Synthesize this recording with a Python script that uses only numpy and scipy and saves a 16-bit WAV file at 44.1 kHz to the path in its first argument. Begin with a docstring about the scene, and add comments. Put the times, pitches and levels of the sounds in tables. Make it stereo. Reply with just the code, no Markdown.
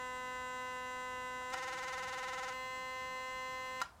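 """A sonic toothbrush held close to a stereo microphone in a small tiled bathroom, over faint room tone.
It starts on the gentle setting, the vibrating shaft humming over a hiss of friction. At 1.4 s a thumb
presses the button; the drive then flips between two pitches 20 times a second, and the loose shaft
chatters and knocks the plastic housing at the upward flips. At 2.5 s it settles on the full setting.
At 3.8 s the switch ticks and the drive stops with a clack."""
import sys
import numpy as np
from scipy import signal
from scipy.fft import rfft, irfft, next_fast_len
from scipy.io import wavfile
from scipy.ndimage import map_coordinates

SR = 44100
rng = np.random.default_rng(int(sys.argv[2]) if len(sys.argv) > 2 else 0)


def persist_wave(psi):
    """Save psi, clipped to +-1, as 16-bit WAV."""
    counts = np.round(np.clip(psi, -1, 1) * 32767).astype(np.int16)
    wavfile.write(sys.argv[1], SR, np.atleast_2d(counts).T)


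N = 176400

PRESS_S, WARBLE_S, RATTLE_S, FULL_S, STOP_S = 1.419, 1.5215, 1.5742, 2.529, 3.816
GENTLE_HZ, HIGH_HZ, FULL_HZ, TOP_HZ = 253.27, 262.6, 257.69, 15800
FLIPS_PER_S, HIGH_SHARE = 19.9, 0.47  # upward flips; share of each period spent at the high pitch
SETTLE_S, RELEASE_S = 0.0033, 0.0026  # time constants: a change of setting, the hum's decay
DRIFT_HZ, WAVER_DB, WAVER_DB_PER_KHZ = 0.093, 0.33, 0.0517  # slow unsteadiness in the hand
SHIMMER_HZ, SHIMMER_PER_S, SHIMMER_DB, SHIMMER_RAD = 2620, 28, 1.42, 0.15  # the treble flickers
SCATTER_RAD, UNEVEN_DB, HIGH_LIFT_DB = 1.62, 2, 3  # spread among overtones; the high pitch is brighter
RASP_DB, RASP_SWELL_DB, RASP_LAG_S, RASP_PULSE = -55.5, 5.5, 0.013, 0.46
KNOCK_ATTACK_S, CRACK_T60_S, CRACK_DB, RING_DB = 0.00067, 0.0094, 5, -4.5
ROOM_TONE_DB, HISS_DB, PRESS_DB, RATTLE_DB = -60, -61, -40, -44.5
KNOCK_ROOM_DB, WARBLE_ROOM_DB = -7, -16  # the room's tail against the direct sound

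# Room tone at the microphone: frequency_hz, relative_db
ROOM_TONE_SPECTRUM = [(20, -40), (31, -26), (42, -2.5), (85, -3.5), (110, -9.5), (165, -7.5), (230, -13),
                      (450, -17.5), (950, -8.5), (1500, -17.5), (2300, -27.5), (5000, -31), (9000, -32),
                      (15000, -39)]
# Likeness of noise in the left and right channels: frequency_hz, correlation
STEREO_LIKENESS = [(60, 0.79), (300, 0.62), (1000, 0.059), (3000, 0.31), (10000, 0.38)]
# Decay of the tiled room: frequency_hz, t60_s
ROOM_DECAY = [(200, 0.4), (1000, 0.26), (3000, 0.28), (12000, 0.14)]
# Ticks of the switch: start_s, level_db
SWITCH_TICKS = [(1.503, -45), (3.804, -43)]
# Colour of a tick: frequency_hz, relative_db
TICK_SPECTRUM = [(500, -59), (2500, 8), (4500, -4), (7000, -16), (10000, -12), (15000, -26)]
# Modes of the plastic housing: pitch_hz, relative_db, t60_s
HOUSING_MODES = [(332, -21, 0.39), (696, -38.5, 0.033), (771, -3.5, 0.099), (1009.6, 1, 0.056),
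                 (1356, 7.5, 0.022), (1550, -6, 0.015), (1873, -5.5, 0.065), (2953, -11.5, 0.075),
                 (3957, -6, 0.023), (4970, -3, .015), (6360, -26, 0.018)]
# Crack of the shaft meeting the housing: frequency_hz, relative_db
CRACK_SPECTRUM = [(200, -29), (500, -5.5), (750, -13), (1300, -1.5), (2200, -6), (3400, -11), (4800, -13.5),
                  (6600, -10.5), (8500, -17.5), (11000, -22), (15500, -30)]
# Hard jolts, as the warble starts and as the drive stops: start_s, level_db
HARD_JOLTS = [(1.5348, -34.5), (3.8155, -29)]
# Successive knocks of one jolt: relative_db
JOLT_KNOCKS_DB = [-5, -1, -2.5, -11]
# Knocks of the final clack, which dies sooner: relative_db
CLACK_KNOCKS_DB = [0, -2.5, -9.5]
# Chatter of the loose shaft: frequency_hz, relative_db
RASP_SPECTRUM = [(300, -20), (1000, -22), (2300, 0), (3600, 0), (4400, -7), (6500, 0.5), (7700, -10),
                 (8600, -30), (10000, -13.5), (12500, -39), (15000, -31)]
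# Friction of the drive: frequency_hz, relative_db
HISS_SPECTRUM = [(150, -0.5), (400, -3), (950, -1), (1600, -3.5), (2400, -13), (7000, -27), (15000, -44)]
# Overtones on the two steady settings:
# multiple, gentle_left_db, gentle_right_db, full_left_db, full_right_db, left_lead_rad
STEADY_OVERTONES = [(1, -62, -63, -68, -66, -0.8), (2, -47, -66, -47, -69, 0.9),
                    (3, -56, -62, -56, -62, 0.4), (4, -45, -46, -45, -47, 0.8),
                    (5, -57, -58, -58, -68, -0.7), (6, -53, -44, -49, -46, 2.7),
                    (7, -64, -52, -60, -51, 0.9), (8, -53, -47, -47, -46, -1.5),
                    (9, -69, -64, -58, -59, 2.8), (10, -67, -59, -62, -55, -2.2),
                    (11, -59, -57, -60, -56, 1.1), (12, -69, -65, -66, -66, -1.5),
                    (13, -58, -61, -55, -59, 2.4), (14, -67, -92, -75, -76, -0.9),
                    (15, -62, -74, -70, -69, 0.9), (16, -71, -67, -64, -60, 1.1),
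                    (17, -79, -74, -73, -76, 1.6), (18, -75, -83, -71, -74, 1.4),
                    (19, -80, -67, -70, -65, 2.2), (20, -78, -80, -79, -80, 1.5),
                    (21, -76, -72, -66, -82, -1.4), (22, -68, -74, -72, -72, -2.3),
                    (23, -68, -74, -64, -67, -2.0), (24, -68, -68, -79, -67, -1.2),
                    (25, -82, -78, -79, -73, -1.0), (26, -80, -73, -75, -73, 0.8),
                    (27, -74, -75, -73, -77, 0.9), (28, -77, -67, -67, -67, 1.2),
                    (29, -71, -76, -80, -80, -1.9), (30, -67, -66, -70, -66, -0.8),
                    (31, -81, -77, -85, -74, 1.1), (32, -72, -69, -86, -87, 1.2),
                    (33, -79, -79, -80, -83, 1.6), (38, -83, -84, -84, -85, 1.3),
                    (41, -77, -89, -79, -87, 1.4), (43, -81, -86, -83, -86, 1.5),
                    (45, -86, -90, -85, -97, 1.8), (46, -90, -91, -73, -89, 0.9),
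                    (47, -83, -92, -88, -91, 1.6), (50, -86, -91, -86, -91, 1.9),
                    (54, -83, -90, -81, -92, 1.5), (58, -81, -93, -83, -93, 1.8),
                    (59, -76, -94, -81, -92, 1.8), (61, -90, -93, -86, -94, 1.6)]
# Lower overtones at the warble's two pitches:
# multiple, low_left_db, low_right_db, high_left_db, high_right_db
WARBLE_OVERTONES = [(1, -70, -68, -66, -77), (2, -46, -63, -46, -82), (3, -69, -72, -46, -55),
                    (4, -42.5, -46, -55, -47.5), (5, -77, -61.5, -44, -65), (6, -48.5, -41, -52.5, -45.5),
                    (7, -57.5, -52.5, -56, -46.5), (8, -48, -43, -47, -49), (9, -74, -59, -61, -52),
                    (10, -62, -56.5, -55.5, -60), (11, -63, -56, -63, -57), (12, -60.5, -61, -82, -64)]
# Outline of the warble's higher overtones: frequency_hz, level_db
WARBLE_TREBLE_OUTLINE = [(3300, -65.5), (4200, -68.5), (6400, -73.5), (7600, -73.5), (8500, -79),
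                         (15000, -90)]


def amp(db):
    """Decibels to amplitude."""
    return 10 ** (np.asarray(db) / 20)


def unit(x):
    """Scale to an rms of 1."""
    return x / np.sqrt(np.mean(x ** 2) + 1e-20)


def along(points, hz):
    """Read (frequency_hz, value) points on a log frequency axis."""
    frequencies, values = np.transpose(points)
    return np.interp(np.log(hz + 1), np.log(frequencies + 1), values)


def wobble(rate):
    """A smooth random curve, rate knots a second."""
    knots = rng.standard_normal(int(N * rate / SR) + 4)
    coarse = np.arange(0, N, 100)
    return np.interp(np.arange(N), coarse, map_coordinates(knots, [coarse * rate / SR]))


def noise(spectrum, size, envelope=1):
    """Stereo noise, shaped in time and then coloured; rms 1 where the envelope is 1."""
    hz = np.fft.rfftfreq(size, 1 / SR)
    width = np.arccos(np.clip(along(STEREO_LIKENESS, hz), -1, 1)) / 2
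    colour = unit(amp(along(spectrum, hz))) * np.array([np.cos(width), np.sin(width)])
    mid, side = irfft(rfft(envelope * rng.standard_normal((2, size))) * colour, size)
    return np.array([mid + side, mid - side])


def fade(t, t60_s):
    """A decay that falls 60 dB in t60_s."""
    return np.exp(-np.log(1000) * t / t60_s)


def eased(gate, seconds):
    """Follow an on/off gate with a short lag."""
    keep = np.exp(-1 / (seconds * SR))
    return signal.lfilter([1 - keep], [1, -keep], gate * 1., zi=[keep * gate[0]])[0]


def add(track, start_s, sound):
    """Mix a sound in at start_s."""
    part = track[:, round(start_s * SR):][:, :sound.shape[-1]]
    part += sound[..., :part.shape[1]]


def room_tone():
    """The bathroom's low, steady background, leaning left."""
    return amp(ROOM_TONE_DB + np.array([[1.5], [-1.5]])) * noise(ROOM_TONE_SPECTRUM, N)


def bathroom(x):
    """The tail off the tiles, one for each channel; the bass lingers longest."""
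    hz, t, bands = signal.stft(rng.standard_normal((2, SR // 2)), SR, nperseg=256)
    tail = signal.istft(bands * fade(t, along(ROOM_DECAY, hz)[:, None]), SR, nperseg=256)[1]
    return signal.fftconvolve(x, tail / np.linalg.norm(tail[0]), axes=1)[:, :x.shape[1]]


def housing_ring(t, top_hz=TOP_HZ):
    """The plastic housing's modes, a little different at each blow."""
    out = np.zeros(len(t))
    for hz, db, t60_s in HOUSING_MODES:
        gain = amp(db + rng.normal(0, 1.5)) / (1 + (hz / top_hz) ** 4)
        out += gain * fade(t, t60_s) * np.sin(2 * np.pi * (hz * t + rng.random()))
    return out


def button():
    """The thumb's dull push and the switch's thin ticks."""
    out, t = np.zeros((2, N)), np.arange(SR // 5) / SR
    push = housing_ring(t, top_hz=1700)  # soft skin rings only the low modes
    attack = 1 - np.exp(-t / 0.003)
    add(out, PRESS_S, amp(PRESS_DB) * push * attack * fade(t, t60_s=0.054))
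    for start_s, db in SWITCH_TICKS:
        add(out, start_s, amp(db) * fade(t, t60_s=0.017) * noise(TICK_SPECTRUM, len(t)))
    return out + amp(KNOCK_ROOM_DB) * bathroom(out)


def jolt(knocks_db):
    """The shaft knocks the housing once a drive cycle for a few cycles, just left of centre."""
    t = np.arange(SR // 3) / SR
    out = np.zeros((2, len(t)))
    attack = 1 - np.exp(-t / KNOCK_ATTACK_S)
    for cycle, db in enumerate(knocks_db):
        crack = amp(CRACK_DB) * noise(CRACK_SPECTRUM, len(t), attack * fade(t, CRACK_T60_S))
        crack *= t < t[-1] / 2  # keep the end of the burst silent
        ring = amp(RING_DB) * attack * housing_ring(t)
        add(out, cycle / HIGH_HZ, amp(db) * (crack + ring))
    return (out + amp(KNOCK_ROOM_DB) * bathroom(out)) * amp([[1], [-1]])


def shaft_rattle(light_jolts=19):
    """A hard jolt as the warble starts, lighter ones at the upward flips, and the final clack."""
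    out = np.zeros((2, N))
    for (start_s, db), knocks_db in zip(HARD_JOLTS, (JOLT_KNOCKS_DB, CLACK_KNOCKS_DB)):
        add(out, start_s, amp(db) * jolt(knocks_db))
    for flip in range(light_jolts):
        gain = amp(RATTLE_DB + rng.normal(0, 1))
        add(out, RATTLE_S + flip / FLIPS_PER_S, gain * jolt(JOLT_KNOCKS_DB))
    return out


def shaft_rasp(t, angle):
    """The loose shaft's chatter pulses once a drive cycle and swells after each upward flip."""
    swell = amp(RASP_SWELL_DB * np.cos(2 * np.pi * FLIPS_PER_S * (t - WARBLE_S - RASP_LAG_S)))
    pulse = unit(np.exp(RASP_PULSE * np.cos(angle)))
    return amp(RASP_DB) * swell * pulse * noise(RASP_SPECTRUM, N)


def warble_levels(multiple):
    """One overtone's dB in the warble: left and right at the low pitch, then at the high."""
    if multiple <= len(WARBLE_OVERTONES):
        return WARBLE_OVERTONES[multiple - 1][1:]
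    treble_db = along(WARBLE_TREBLE_OUTLINE, multiple * FULL_HZ) + HIGH_LIFT_DB * np.array([0, 0, 1, 1])
    return treble_db + UNEVEN_DB * rng.standard_normal(4)


def overtone(multiple, angle, left_lead_rad):
    """One stereo partial of the hum: it wavers in the hand and, in the treble, flickers."""
    hz = multiple * GENTLE_HZ
    treble = 1 / (1 + (SHIMMER_HZ / hz) ** 2)
    waver_db = (WAVER_DB + WAVER_DB_PER_KHZ * hz / 1000) * wobble(6.02)
    flicker_db = treble * SHIMMER_DB * wobble(SHIMMER_PER_S)
    phase = multiple * angle + SCATTER_RAD * rng.standard_normal()
    phase += treble * SHIMMER_RAD * wobble(SHIMMER_PER_S)
    spread = left_lead_rad * np.array([[0.5], [-0.5]])
    return np.sqrt(2) * amp(waver_db + flicker_db) * np.cos(phase + spread)


def drive():
    """The vibrating shaft: overtones of one pitch, balanced for each setting, with hiss and rasp."""
    t = np.arange(N) / SR
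    warbling = (t >= WARBLE_S) & (t < FULL_S)
    up = warbling & ((t - WARBLE_S) * FLIPS_PER_S % 1 < HIGH_SHARE)
    gates = [t < WARBLE_S, warbling & ~up, up, t >= FULL_S]
    pitch_hz = np.select(gates, [GENTLE_HZ, GENTLE_HZ, HIGH_HZ, FULL_HZ])
    angle = 2 * np.pi * np.cumsum(pitch_hz + DRIFT_HZ * wobble(10)) / SR
    gentle, low, high, full = [eased(gate, SETTLE_S) for gate in gates]
    steady, warble = np.zeros((2, 2, N))
    multiples, *columns = np.transpose(STEADY_OVERTONES)
    for multiple in range(1, int(TOP_HZ / GENTLE_HZ)):
        *steady_db, left_lead_rad = [np.interp(multiple, multiples, column) for column in columns]
        steady_gain = amp(steady_db)[:, None]
        warble_gain = amp(warble_levels(multiple))[:, None]
        tone = overtone(multiple, angle, left_lead_rad)
        steady += tone * (gentle * steady_gain[:2] + full * steady_gain[2:])
        warble += tone * (low * warble_gain[:2] + high * warble_gain[2:])
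    warble += (low + high) * shaft_rasp(t, angle)
    friction = amp(HISS_DB) * noise(HISS_SPECTRUM, N)
    running = np.exp(-np.maximum(t - STOP_S, 0) / RELEASE_S)
    return running * (steady + friction) + warble + amp(WARBLE_ROOM_DB) * bathroom(warble)


def scene():
    """The brush and its button up close, the room tone behind."""
    return drive() + shaft_rattle() + button() + room_tone()


def record(dry):
    """The microphone keeps nothing above TOP_HZ."""
    size = next_fast_len(N + SR // 2)
    passband = np.fft.rfftfreq(size, 1 / SR) < TOP_HZ
    return irfft(rfft(dry, size) * passband, size)[:, :N]


dry = scene()
out = record(dry)
persist_wave(out)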